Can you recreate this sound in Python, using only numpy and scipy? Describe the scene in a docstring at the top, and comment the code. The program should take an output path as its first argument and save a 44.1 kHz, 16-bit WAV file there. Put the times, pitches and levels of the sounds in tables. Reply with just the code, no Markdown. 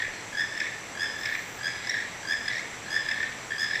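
"""From the start: a steady chorus of insect bands, a far hum and forest wash, all filtered noise.
At once a hoarse far rasp (pulsed noise), slow harsh rattles and clacks, alone or in short runs, of reedy pips,
scattered by the trees; then a faint low bump and a small bird's thin chirp. From a third of a second a toucan's
fast purr joins in, and the treetop birds take turns about every two thirds of a second. Midway, a brief, very
high buzz. Each pip is a few ms of gliding partials, throat noise and a hissy puff."""
import sys
import numpy as np
from scipy import signal
from scipy.fft import rfft, irfft
from scipy.io import wavfile
from scipy.ndimage import uniform_filter1d

SR = 44100
rng = np.random.default_rng(int(sys.argv[2]) if len(sys.argv) > 2 else 0)


def persist_wave(psi):
    """Save psi, clipped to +-1, as 16-bit WAV."""
    counts = np.round(np.clip(psi, -1, 1) * 32767).astype(np.int16)
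    wavfile.write(sys.argv[1], SR, np.atleast_2d(counts).T)


N = 167580

# insect bands and a far hum: f/Hz, width/Hz, level/dB
DRONE_BANDS = [(5860, 70, -58), (5900, 540, -54.5), (6670, 50, -62), (7610, 95, -61.5), (7493, 320, -53.5),
               (7860, 160, -60.5), (117.4, 24, -57)]
# forest wash, relative spectrum: f/Hz, density/dB per Hz
AIR_SPECTRUM = [(20, -3), (45, -8), (80, -1), (160, 1), (750, 1.5), (1400, -0.5), (2100, 3), (3000, -5.5),
                (4500, -9), (7000, -13), (9000, -19.5), (15000, -30)]
# hoarse rasps of a bird further off: middle t/s, length/s, level/dB
RASP_EVENTS = [(0.004, 0.098, -37.5), (0.617, 0.17, -42.5), (1.29, 0.18, -41.5), (1.89, 0.63, -44),
               (2.514, 0.18, -39), (3.163, 0.43, -44), (3.735, 0.33, -43.5)]
# throat resonance of the rasps: f/Hz, gain/dB
RASP_THROAT = [(1000, -60), (1600, -14), (1950, -3), (2250, -4.5), (2700, -23.5), (3700, -13), (4600, -19),
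               (7000, -52)]
# reverberation of the trees: f/Hz, t60/s
FOREST_T60 = [(300, 0.23), (1800, 0.6), (3500, 0.72), (5200, 0.63), (12000, 0.058)]
# treble lost from beamed rattles on the way to the trees: f/Hz, gain/dB
OFF_AXIS_GAIN = [(2300, -1), (3500, -2), (5300, -8.5)]
# slow rattles: last pip t/s, level/dB, pip spacing/s, pips, last pitch f/Hz, overtones/dB,
# swell/dB per pip, last roughness/0-1, last pitch jump/share
RATTLE_EVENTS = [(.051, -25, 0.023, 3, 1934, -26, 0, 0.6, 0.048),
                 (0.604, -22, 0.026, 4, 1770, -3, 3, 0.82, 0.0035),
                 (.669, -27.5, 0.026, 3, 1990, -13, -2.5, 0.74, .125),
                 (1.259, -23.5, 0.023, 5, 1790, -1, 2, .6, 0.023),
                 (1.353, -24.5, 0.027, 4, 1830, -12, 0.7, 0.83, 0.041),
                 (1.898, -21.5, .0245, 3, 1877, 2, 6, 0.15, 0.083),
                 (2.007, -23.5, 0.028, 3, 1848, -14, 0.5, 0.42, 0.034),
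                 (2.483, -20.5, 0.025, 2, 1749, -1, 7.5, 0.21, 0.0027),
                 (2.583, -29, .0245, 3, 1922, -2.5, -1, 0.62, 0.0607),
                 (3.115, -22.5, 0.025, 2, 1770, -3.5, -3, 0.34, 0.019),
                 (3.231, -20.5, 0.026, 4, 1785, -14, 2.1, 0.56, 0.024),
                 (3.757, -22, 0.022, 3, 1780, -6, 0, 0.37, 0.027)]
# partials of a rattle pip: multiple of pitch, level/dB
RATTLE_PARTIALS = [(1, -4), (1.99, -11), (2.95, -4), (3.95, -21), (5, -28), (6, -33)]
# throat and beak, passing little that is low: f/Hz, gain/dB
BEAK_GAIN = [(900, -33), (1350, -11), (1620, 3), (15000, -2.5)]
# soft low bumps on the microphone: t/s, level/dB
BUMP_EVENTS = [(.085, -53), (3.07, -57)]
# clacks, alone or in short runs: t/s, level/dB, pitch f/Hz
CLACK_EVENTS = [(0.0232, -23, 1810), (.444, -41, 1768), (.657, -28.5, 1830), (1.059, -27, 1675),
                (1.291, -25.5, 1800), (1.340, -27.5, 1864), (1.909, -25.5, 2085), (1.919, -29.5, 1745),
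                (1.943, -24.5, 1718), (1.969, -24, 1740), (2.411, -33, 1700), (2.516, -29.5, 2010),
                (2.571, -28, 1860), (2.596, -29.5, 2117), (2.998, -29, 1690), (3.065, -27.5, 1750),
                (3.144, -29, 1785), (3.509, -28, 1762), (3.521, -25, 1730), (3.535, -29, 1761),
                (3.747, -27, 1915)]
# partials of a clack: multiple of pitch, level/dB
CLACK_PARTIALS = [(1, 0), (1.93, -12.5), (2.8, -18.5)]
# faint trills of a small bird: first tick t/s, level/dB
CHIRP_EVENTS = [(0.134, -47.5), (2.859, -49)]
# fast croaks: last strong pip t/s, level/dB, pip spacing/s, fast pips, pitch f/Hz, overtones/dB,
# dulling/dB per pip
CROAK_EVENTS = [(.408, -16.5, .0113, 4, 1745, -5, 1), (1.033, -19, .012, 4, 1735, -1, .5),
                (1.670, -20, .012, 4, 1738, -1, .5), (2.323, -18, .0118, 5, 1742, -1, 1.7),
                (2.966, -17, .0118, 6, 1742, -1.5, 3.5), (3.632, -19.5, .0118, 5, 1755, 3, 2.5)]
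# partials of a croak pip: multiple of pitch, level/dB
CROAK_PARTIALS = [(1, -2), (1.98, -11), (2.92, -7.5), (3.82, -20), (4.85, -31), (6.85, -35.5), (7.7, -45)]

AIR_DB, AIR_PATCH_DB = -41, 0.67
FOREST_DB, LEAVES_DB, LEAVES_T60_S = -4.5, -11.5, .11
PIP_RELEASE_RATIO, PIP_GLIDE_PER_S, PITCH_SCATTER_SHARE = 1.29, 2.55, 0.0208
WOBBLE_SHARE, WOBBLE_HZ, OVERTONE_WOBBLE, STUTTER_HZ = 0.1115, 770, 0.36, 295
THROAT_DB, THROAT_HZ, THROAT_WIDTH_HZ = -4, 2150, 520
PUFF_DB, PUFF_HZ, PUFF_WIDTH_HZ = -29, 8000, 6500
RATTLE_PIP_S, RATTLE_DULL_DB, RATTLE_ROUGH = .0028, -2.5, .12
CLACK_PIP_S, CLACK_ROUGH = 0.0021, .15
CROAK_PIP_S, CROAK_SWELL_DB, CROAK_RISE_SHARE, CROAK_ROUGH = .0024, 2.5, 0.00788, .1
LEAD_GAP_S, LEAD_OVERTONES_DB = .0215, -7
CLOSE_GAP_S, CLOSE_DB, CLOSE_ROUGH = 0.0108, -26.5, 0.45
BUZZ_START_S, BUZZ_END_S, BUZZ_HZ, BUZZ_WIDTH_HZ, BUZZ_DB = 1.17, 1.62, 14200, 1100, -61
EDGE_HZ = 15050


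def amp(db):
    """Decibels to gain."""
    return 10 ** (np.asarray(db) / 20)


def unit(x):
    """Scales to rms 1."""
    return x / np.sqrt(np.mean(x ** 2) + 1e-20)


def read(points, hz):
    """Reads a spectrum on a log-frequency axis."""
    f, value = np.transpose(points)
    return np.interp(np.log(hz + 1), np.log(f), value)


def colour(x, points):
    """Filters by a spectrum."""
    gain = amp(read(points, np.fft.rfftfreq(2 * N, 1 / SR)))
    return irfft(rfft(x, 2 * N) * gain)[:N]


def add(mix, s, sound):
    """Mixes in a sound centred on time s."""
    at = round(s * SR) - len(sound) // 2
    sound = sound[max(-at, 0):]
    part = mix[max(at, 0):][:len(sound)]
    part += sound[:len(part)]


def band(size, hz, width_hz):
    """Noise of rms 1 in one bell-shaped band, -3 dB at its full width."""
    f = np.fft.rfftfreq(size, 1 / SR)
    bell = np.exp(-2 * np.log(2) * ((f - hz) / width_hz) ** 2)
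    return unit(irfft(rfft(rng.standard_normal(size)) * bell, size))


def pip(voice, hz, width_s, overtones_db, rough):
    """One puff through the syrinx: a short reedy tone; harsh pips wobble, stutter and turn hoarse in the throat."""
    t = np.arange(-1024, 1024) / SR
    side_s = np.where(t < 0, width_s, width_s * PIP_RELEASE_RATIO)
    swell = np.exp(-.5 * abs(t / side_s) ** 3.9)
    stutter = 1 + rough * np.cos(2 * np.pi * STUTTER_HZ * t)
    swell = swell * stutter / np.sqrt(1 + rough ** 2)
    scatter = PITCH_SCATTER_SHARE * rng.uniform(-0.92, 1)
    turns = np.cumsum(hz * (1 + scatter + PIP_GLIDE_PER_S * t)) / SR
    wobble = np.cumsum(hz * WOBBLE_SHARE * rough * band(len(t), 0, WOBBLE_HZ)) / SR
    tone = np.zeros(len(t))
    for k, (multiple, db) in enumerate(voice):
        phase = multiple * turns + (1 + OVERTONE_WOBBLE * k) * wobble + rng.random()
        level = amp(db + overtones_db * min(k / 2, 1))  # first overtone takes half the change
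        tone += level * np.sin(2 * np.pi * phase)
    throat = amp(THROAT_DB) * rough * band(len(t), THROAT_HZ, THROAT_WIDTH_HZ)
    puff = amp(PUFF_DB + overtones_db) * band(len(t), PUFF_HZ, PUFF_WIDTH_HZ)
    return swell * (tone + throat) + swell ** 2 * puff


def drones():
    """Steady insect bands and a far hum, each a narrow band of noise."""
    return sum(amp(db) * band(N, hz, width_hz) for hz, width_hz, db in DRONE_BANDS)


def air():
    """The wash of the distant forest: shaped noise drifting in soft time-frequency patches."""
    hz = np.fft.rfftfreq(1024, 1 / SR)
    a, b, patches = rng.standard_normal((3, N // 256 + 6, len(hz)))
    patches = uniform_filter1d(patches, size=14, axis=0)
    patches = unit(uniform_filter1d(patches, size=10, axis=1))
    z = (a + 1j * b) * amp(read(AIR_SPECTRUM, hz) + AIR_PATCH_DB * patches)
    wash = signal.istft(z.T, nperseg=1024, noverlap=768)[1][:N]
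    return amp(AIR_DB) * unit(wash)


def rasps(rate_hz=43, depth_db=9):
    """Hoarse puffs at an uneven rate in a throat resonance, under one arch of loudness."""
    arches = np.zeros(N)
    for s, length_s, db in RASP_EVENTS:
        add(arches, s, amp(db) * np.hanning(round(length_s * SR)) ** .5)
    turns = np.cumsum(rate_hz * (1 + 0.151 * band(N, 0, 60.4))) / SR
    puffs = amp(depth_db * np.cos(2 * np.pi * turns))
    hiss = colour(rng.standard_normal(N), RASP_THROAT)
    return arches * unit(hiss * puffs)


def forest(x):
    """Quick scatter from nearby leaves and a longer tail from the trees; the paths drift as the birds move."""
    t, out = np.arange(SR) / SR, np.zeros(N)
    for k in range(3):
        taps = rng.standard_normal(SR) * (rng.random(SR) < 4000 / SR) * (1 - np.exp(-t / 0.0018))
        hz, frame_s, z = signal.stft(taps, SR, nperseg=256)
        decay = amp(-60 * frame_s / read(FOREST_T60, hz)[:, None])
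        tail = signal.istft(z * decay, SR, nperseg=256)[1][:SR]
        near = rng.permutation(taps) * (t > .004) * amp(-60 * t / LEAVES_T60_S)
        echo = (amp(FOREST_DB) * unit(tail) + amp(LEAVES_DB) * unit(near)) / np.sqrt(SR)
        # three path sets trade places at constant total power
        share = np.sqrt(2 / 3) * np.cos(np.pi * (np.arange(N) / SR / 2 + k / 3))
        out += signal.fftconvolve(x * share, echo)[:N]
    return out


def rattles():
    """Evenly spaced clean pips; the last jumps in pitch and is the harshest."""
    out = np.zeros(N)
    for end, db, gap_s, pips, hz, overtones_db, swell_db, last_rough, jump in RATTLE_EVENTS:
        for k in range(round(pips)):  # k counts back from the last pip
            pip_hz = hz * (1 - jump * (1 - 0.25 ** k))
            bright_db = overtones_db + RATTLE_DULL_DB * k
            rough = RATTLE_ROUGH if k else last_rough
            sound = pip(RATTLE_PARTIALS, pip_hz, RATTLE_PIP_S, bright_db, rough)
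            add(out, end - k * gap_s, amp(db - swell_db * k) * sound)
    return out


def bumps(length_s=0.14, hz=50, width_hz=50):
    """Faint low puffs on the microphone."""
    out = np.zeros(N)
    for s, db in BUMP_EVENTS:
        add(out, s, amp(db) * np.hanning(round(length_s * SR)))
    return out * band(N, hz, width_hz)


def clacks():
    """Dull pips among and between the rattles, alone or in short runs, with low-lying overtones."""
    out = np.zeros(N)
    for s, db, hz in CLACK_EVENTS:
        add(out, s, amp(db) * pip(CLACK_PARTIALS, hz, CLACK_PIP_S, 0, CLACK_ROUGH))
    return out


def chirps(gap_s=0.014):
    """Three thin ticks at a time from a small bird, one partial each."""
    out = np.zeros(N)
    for s, db in CHIRP_EVENTS:
        for k in range(3):
            tick = pip([(0.98, 0)], hz=4350, width_s=0.0061, overtones_db=-2, rough=0.222)
            add(out, s + k * gap_s, amp(db) * tick)
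    return out


def croaks():
    """Two slow pips lead into a fast purr that swells, rises a little, grows duller and closes on a rough pip."""
    out = np.zeros(N)
    for end, db, gap_s, fast, hz, overtones_db, dulling_db in CROAK_EVENTS:
        fast = round(fast)
        for k in range(fast + 2):  # k counts back from the last strong pip
            s = end - min(k, fast - 1) * gap_s - max(k - fast + 1, 0) * LEAD_GAP_S
            change_db = dulling_db * min(k - 2, 1) if k < fast else LEAD_OVERTONES_DB
            pip_hz = hz * (1 - CROAK_RISE_SHARE * k)
            sound = pip(CROAK_PARTIALS, pip_hz, CROAK_PIP_S, overtones_db + change_db, CROAK_ROUGH)
            add(out, s, amp(db - CROAK_SWELL_DB * k) * sound)
        close = pip(CROAK_PARTIALS, hz, CROAK_PIP_S, overtones_db, CLOSE_ROUGH)
        add(out, end + CLOSE_GAP_S, amp(CLOSE_DB) * close)
    return out


def buzz():
    """One brief, very high band of noise with 30 ms ramps."""
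    t = np.arange(N) / SR
    gate = np.clip(np.minimum(t - BUZZ_START_S, BUZZ_END_S - t) / .03, 0, 1)
    return amp(BUZZ_DB) * gate * band(N, BUZZ_HZ, BUZZ_WIDTH_HZ)


def scene():
    """The birds, their echoes and the background."""
    rattling = colour(rattles() + clacks(), BEAK_GAIN)
    others = rasps() + chirps() + croaks()
    echoes = forest(colour(rattling, OFF_AXIS_GAIN) + others)
    background = drones() + air() + bumps() + buzz()
    return (rattling + others + echoes + background)[None]


def record(dry):
    """The recorder's band limit: a linear-phase low-pass."""
    low_pass = signal.firwin(1023, EDGE_HZ, window=("kaiser", 9), fs=SR)
    return signal.oaconvolve(dry, low_pass[None], "same")


dry = scene()
out = record(dry)
persist_wave(out)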